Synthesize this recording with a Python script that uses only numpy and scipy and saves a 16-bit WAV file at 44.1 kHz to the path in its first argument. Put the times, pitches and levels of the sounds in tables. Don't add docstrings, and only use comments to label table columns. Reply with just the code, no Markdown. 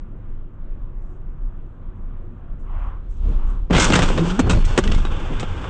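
import sys
import numpy as np
from scipy import signal
from scipy.fft import rfft, irfft, next_fast_len
from scipy.io import wavfile
from scipy.ndimage import uniform_filter1d

SR = 44100
rng = np.random.default_rng(int(sys.argv[2]) if len(sys.argv) > 2 else 0)


def file_out(sig):
    cols = np.atleast_2d(sig).T
    lim = np.clip(cols, -1, 1)
    pcm = np.round(lim * 32767).astype(np.int16)
    wavfile.write(sys.argv[1], SR, pcm)


N = 250929


def blows():
    # (time [s], weight [dB], crack [dB], tick [dB], rattle length [s])
    impacts = [(3.7, -24, -67, -75, 0.005), (3.707, -8.5, -44, -50, 0.0058), (3.73, -17, -25.5, -40, 0.016),
               (3.749, -16, -24.5, -44, 0.014), (3.764, -26.5, -23.5, -34, 0.027),
               (3.781, -16.5, -38, -37, 0.009), (3.797, -41, -21.5, -23.5, 0.013),
               (3.819, -24, -23.5, -28, 0.013), (3.843, -36, -21.5, -22.5, 0.0065),
               (3.902, -9.5, -25, -30.5, 0.0042), (3.923, -19, -20, -36, 0.0036),
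               (3.933, -8, -16.5, -26, 0.0086), (3.953, -14, -18, -26, 0.01), (3.99, -6, -21, -28, 0.0031),
               (4.02, -17.5, -23.5, -32, 0.014), (4.088, -30, -26.5, -41, 0.0025),
               (4.101, -16, -46, -56, 0.008), (4.176, -17, -31.5, -45, 0.012),
               (4.299, -38, -31.5, -43, 0.011), (4.392, -7, -27.5, -27, 0.0074),
               (4.469, -20.5, -62, -68, 0.0077), (4.496, -15, -24.5, -29.5, 0.015),
               (4.531, -28, -30, -56, 0.0056), (4.546, -17.5, -56, -69, 0.0062),
               (4.57, -17.5, -69, -67, 0.0057), (4.65, -49, -33.5, -34.5, 0.0068),
               (4.7767, -4, -17.5, -21, 0.0028), (4.785, -4.5, -26, -25.5, 0.005),
               (4.838, -29.5, -28.5, -39.5, 0.0036), (4.876, -28.5, -21.5, -43, 0.0018),
               (4.917, -32, -24.5, -49, 0.0046), (4.947, -35, -32, -43, 0.008),
               (5.051, -22.5, -29.5, -48, 0.0021), (5.397, -40, -34.5, -40, 0.0098),
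               (5.428, -22.5, -39, -57, 0.005)]
    # (frequency [Hz], bandwidth [Hz], gain [dB])
    trim = [(201, 208, -0.5), (342, 490, -1), (1144, 1060, 10.5), (2340, 1500, 2), (3100, 1050, -0.5)]
    # (frequency [Hz], bandwidth [Hz], gain [dB])
    hollow_panel = [(177.8, 18, 11.5)]
    # (frequency [Hz], bandwidth [Hz], gain [dB])
    sheet_modes = [(1273.5, 78, 0), (1457, 120, 1.5), (2122, 29, 4), (2627, 42, 0), (3630, 20, 1)]
    retune, scatter_db, knock_offset_db = 0.06, 3.5, -4
    contacts = undb(1.34 * walk(500)) * rng.standard_normal((4, N))
    chance = rng.standard_normal((len(impacts), 2, len(sheet_modes)))
    t = np.arange(int(.2 * SR)) / SR
    out = np.zeros(N)
    for (start, weight_db, crack_db, tick_db, length), (favour, bend) in zip(impacts, chance):
        sheet = [(hz * np.exp(retune * b), width, db + scatter_db * a)
                 for (hz, width, db), a, b in zip(sheet_modes, favour, bend)]
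        settling = np.exp(-np.maximum(t - length, 0) / (0.96 * length))
        first_contact = 1 + 1.28 * np.exp(-t / 0.00082)
        envelope = np.minimum(t / 0.00059, 1) * settling * first_contact
        span = slice(int(start * SR), int(start * SR) + len(t))
        force = envelope * contacts[:, span]
        thump = resonances(resonances(force[0], trim[:2]), trim[:2]) + resonances(force[0], hollow_panel)
        knock = resonances(resonances(force[1], trim[2:3]), trim[2:3])
        crack = resonances(resonances(force[2], trim[3:]), trim[3:]) + 5.2 * resonances(force[2], sheet)
        tick = band(force[3], 5200, 8240)
        knock_db = (weight_db + crack_db) / 2 + knock_offset_db
        for db, ring in (weight_db, thump), (knock_db, knock), (crack_db, crack), (tick_db, tick):
            out[span] += undb(db) * ring * np.sqrt(np.sum(envelope ** 2) / np.sum(ring ** 2))
    return out


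def wreck():
    # (frequency [Hz], relative density [dB])
    crunch_spectrum = [(260, -13), (450, -1.5), (630, -5), (705, -10.5), (850, -1), (933, -5), (1010, -2.5),
                       (1560, -5.5), (1860, -15), (2080, -14), (2760, -10), (3550, -12.5), (4000, -32.5),
                       (5460, -37), (9240, -120)]
    # (start [s], hold [s], crunch [dB], splinter [dB])
    crushes = [(3.715, 0.045, -24, -41), (3.785, 0.079, -23.5, -32), (3.91, 0.13, -24.5, -35.5),
               (4.05, 0.24, -34.5, -45.5), (4.49, 0.037, -46, -43.5), (4.66, 0.32, -38.5, -48.5)]
    # (start [s], hold [s], jolt [dB], thud [dB])
    lurches = [(3.705, 0.06, -14.5, -22), (3.88, 0.15, -24.5, -21), (4.08, 0.095, -28, -26),
               (4.42, 0.07, -15.5, -24), (4.5, 0.064, -17.5, -38), (4.85, 0.021, -15, -27.5),
               (5.06, 0.0069, -26, -35.5), (5.30, 0.036, -34.5, -34), (5.53, 0.11, -28.5, -34)]
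    slide = (crushes[0][0], N / SR, -36.5, -56)
    bursts = undb(1.8 * walk(70))
    crunch = coloured(grit(1500, scatter_db=3.0), crunch_spectrum, flicker_db=1.6, flicker_hz=30)
    splinter = unit(band(grit(2400, scatter_db=0.94), 3600, 7800))
    jolt = band_noise(42, 101.5)
    thud = band_noise(93, 348) * undb(3.74 * walk(24.935))
    crunch_gain, splinter_gain = surges(crushes + [slide], fade_db_s=103.5)
    jolt_gain, thud_gain = surges(lurches, fade_db_s=58.5)
    low = jolt_gain * jolt + thud_gain * thud
    return low + bursts * (crunch_gain * crunch + splinter_gain * splinter)


def heave():
    # (time [s], frequency [Hz], level [dB])
    course = [(2.4, 27, -48), (2.52, 25, -25), (2.66, 30.4, -57), (2.82, 37.2, -16), (2.97, 32, -36),
              (3.11, 31.8, -27), (3.21, 33, -16), (3.43, 29, -15), (3.57, 36.8, -20.5), (3.68, 32.2, -31.5),
              (3.76, 29.94, -14), (3.82, 25.3, -29), (3.885, 26.2, -11), (3.98, 27.7, -30),
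              (4.03, 27, -10.5), (4.27, 26.2, -26.5), (4.4, 31.6, -27), (4.65, 25.9, -8.5),
              (4.81, 27.5, -31), (4.87, 24, -12), (4.99, 23.7, -13), (5.08, 24.2, -20), (5.2, 19, -22.5),
              (5.69, 24, -33)]
    return tone(course, second_db=-13.5, rough_db=3.23, waver=0.161)


def panels():
    # (time [s], frequency [Hz], level [dB])
    courses = [
        [(4.16, 175.6, -32), (4.2, 165, -18.5), (4.25, 176.5, -22.5), (4.376, 196.7, -27), (4.4, 232, -10.5),
         (4.42, 217, -31)],
        [(4.79, 179, -24.5), (4.84, 195, -30.5), (4.91, 217.8, -24), (5.02, 200.8, -32)],
        [(5.29, 112.3, -28.5), (5.34, 110.9, -33.5), (5.518, 98.07, -29.5), (5.55, 99.2, -37)],
    ]
    return sum(tone(course, second_db=-13, rough_db=3.46, waver=0.05) for course in courses)


def pings():
    # (time [s], level [dB])
    strikes = [(4.393, -50), (4.497, -50), (4.65, -60)]
    mode_hz, t60_s = 4310, 1
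    t = np.arange(N) / SR
    envelope = sum((t >= start) * undb(db - 60 * np.abs(t - start) / t60_s) for start, db in strikes)
    return envelope * undb(2.5 * walk(19)) * np.sin(2 * np.pi * mode_hz * t)


def slush():
    # (middle [s], length [s], swish [dB], drumming [dB], spray [dB])
    patches = [(2.82, 0.47, -42.5, -60, -71), (3.3, 0.2, -54, -32.5, -63), (3.466, 0.36, -47, -43, -84.5),
               (3.4, 1, -57.5, -48.5, -64.5)]
    # (frequency [Hz], relative density [dB])
    swish_spectrum = [(260, -36), (450, -30.5), (543, -1), (593, -6.5), (848, -1.5), (1150, 3.5),
                      (1730, -13.5), (3090, -21), (3800, -38), (4940, -70), (8360, -120)]
    edge_db = 34
    swish = coloured(rng.standard_normal(N), swish_spectrum, flicker_db=1.2, flicker_hz=25)
    drum = band_noise(55, 270)
    spray = band_noise(2300, 3700)
    spray = undb(1.1 * walk(30)) * unit(spray + 0.33 * band_noise(3600, 8200))
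    t = np.arange(N) / SR
    out = 0
    for middle, length, swish_db, drum_db, spray_db in patches:
        off_centre = np.abs(2 * (t - middle) / length)
        envelope = undb(-edge_db * np.minimum(off_centre ** 2.77, 10))
        out += envelope * (undb(swish_db) * swish + undb(drum_db) * drum + undb(spray_db) * spray)
    return out


def road():
    # (frequency [Hz], relative density [dB])
    spectrum = [(11, -42), (19, 4), (33, 1), (48, -16), (102, -18), (170, -24), (230, -27.5), (334, -32),
                (359, -28.5), (422, -42.5), (453, -37), (811, -45.5), (1180, -44), (1600, -51.5),
                (2000, -58), (3300, -65), (5000, -86.5), (6500, -91), (9000, -99)]
    level_db = -28 + .7 * walk(3)
    return undb(level_db) * coloured(rng.standard_normal(N), spectrum, flicker_db=1.8, flicker_hz=12)


def rustles():
    # (start [s], hold [s], level [dB])
    scuffs = [(1.0, 0.13, -84), (2.585, .012, -74), (2.78, 0.088, -80), (3.083, .09, -73),
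              (3.275, 0.035, -70), (3.46, .045, -66.5)]
    grain = unit(band(grit(900, scatter_db=2.5), 5600, 8300))
    bed = undb(-89.5 + 1.7 * walk(7.9))
    envelope = surges(scuffs, fade_db_s=248)[0] + bed
    return envelope * undb(1.8 * walk(60)) * grain


def tone(course, second_db, rough_db, waver):
    times, pitches, levels = np.transpose(course)
    t = np.arange(N) / SR
    hz, db = np.interp(t, times, pitches), np.interp(t, times, levels)
    gate = uniform_filter1d(1. * ((t >= times[0]) & (t <= times[-1])), size=300)
    phase = 2 * np.pi * np.cumsum(hz * np.exp(waver * walk(22))) / SR
    overtone = undb(second_db + 2 * rough_db * walk(60)) * np.sin(2 * phase)
    return gate * undb(db + rough_db * walk(55)) * np.sqrt(2) * (np.sin(phase) + overtone)


def surges(rows, fade_db_s, rise_s=0.015):
    t = np.arange(N) / SR
    power = 0
    for start, hold, *levels_db in rows:
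        envelope = np.clip((t - start) / rise_s, 0, 1) * undb(-fade_db_s * np.maximum(t - start - hold, 0))
        power += (undb(levels_db)[:, None] * envelope) ** 2
    return np.sqrt(power)


def coloured(x, spectrum, flicker_db, flicker_hz):
    hz, db = np.transpose(spectrum)
    size = next_fast_len(N)
    octaves = np.log2(np.maximum(np.fft.rfftfreq(size, 1 / SR), 1))
    shaped = rfft(x, size) * undb(np.interp(octaves, np.log2(hz), db, left=-120, right=-120))
    out = 0
    for centre in np.arange(np.log2(hz[0]) - .5, np.log2(hz[-1]) + 1, .5):
        share = np.clip(1 - np.abs(octaves - centre) * 2, 0, 1)
        out += undb(flicker_db * walk(flicker_hz)) * irfft(shaped * share, size)[:N]
    return unit(out)


def grit(clicks_per_s, scatter_db):
    arrivals = rng.random(N) < clicks_per_s / SR
    sizes = undb(scatter_db * rng.exponential(size=N)) * rng.standard_normal(N)
    return unit(arrivals * sizes) + 2.1 * rng.standard_normal(N)


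def resonances(x, modes):
    return sum(undb(db) * signal.lfilter(*signal.iirpeak(hz, hz / width, SR), x) for hz, width, db in modes)


def walk(rate_hz):
    hold = int(SR / rate_hz)
    steps = np.repeat(rng.standard_normal(N // hold + 1), hold)
    return 1.197 * uniform_filter1d(uniform_filter1d(steps, hold), hold)[:N]


def band_noise(lo_hz, hi_hz):
    return unit(band(rng.standard_normal(N), lo_hz, hi_hz))


def band(x, lo_hz, hi_hz):
    return signal.sosfilt(signal.butter(2, [lo_hz, hi_hz], "band", fs=SR, output="sos"), x)


def undb(db):
    return 10 ** (np.asarray(db) / 20)


def unit(x):
    return x / np.sqrt(np.mean(x ** 2))


def scene():
    mono = road() + heave() + slush() + wreck() + blows() + rustles() + pings() + panels()
    return np.array([mono, mono])


def record(dry):
    overload, knee, top_hz = 0.39, 3.6, 8700
    limited = dry / (1 + np.abs(dry / overload) ** knee) ** (1 / knee)
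    ripple = 0.57 * band(dry - limited, 1200, 12000)
    return signal.sosfilt(signal.ellip(10, .2, 70, top_hz, fs=SR, output="sos"), limited + ripple)


dry = scene()
out = record(dry)
file_out(out)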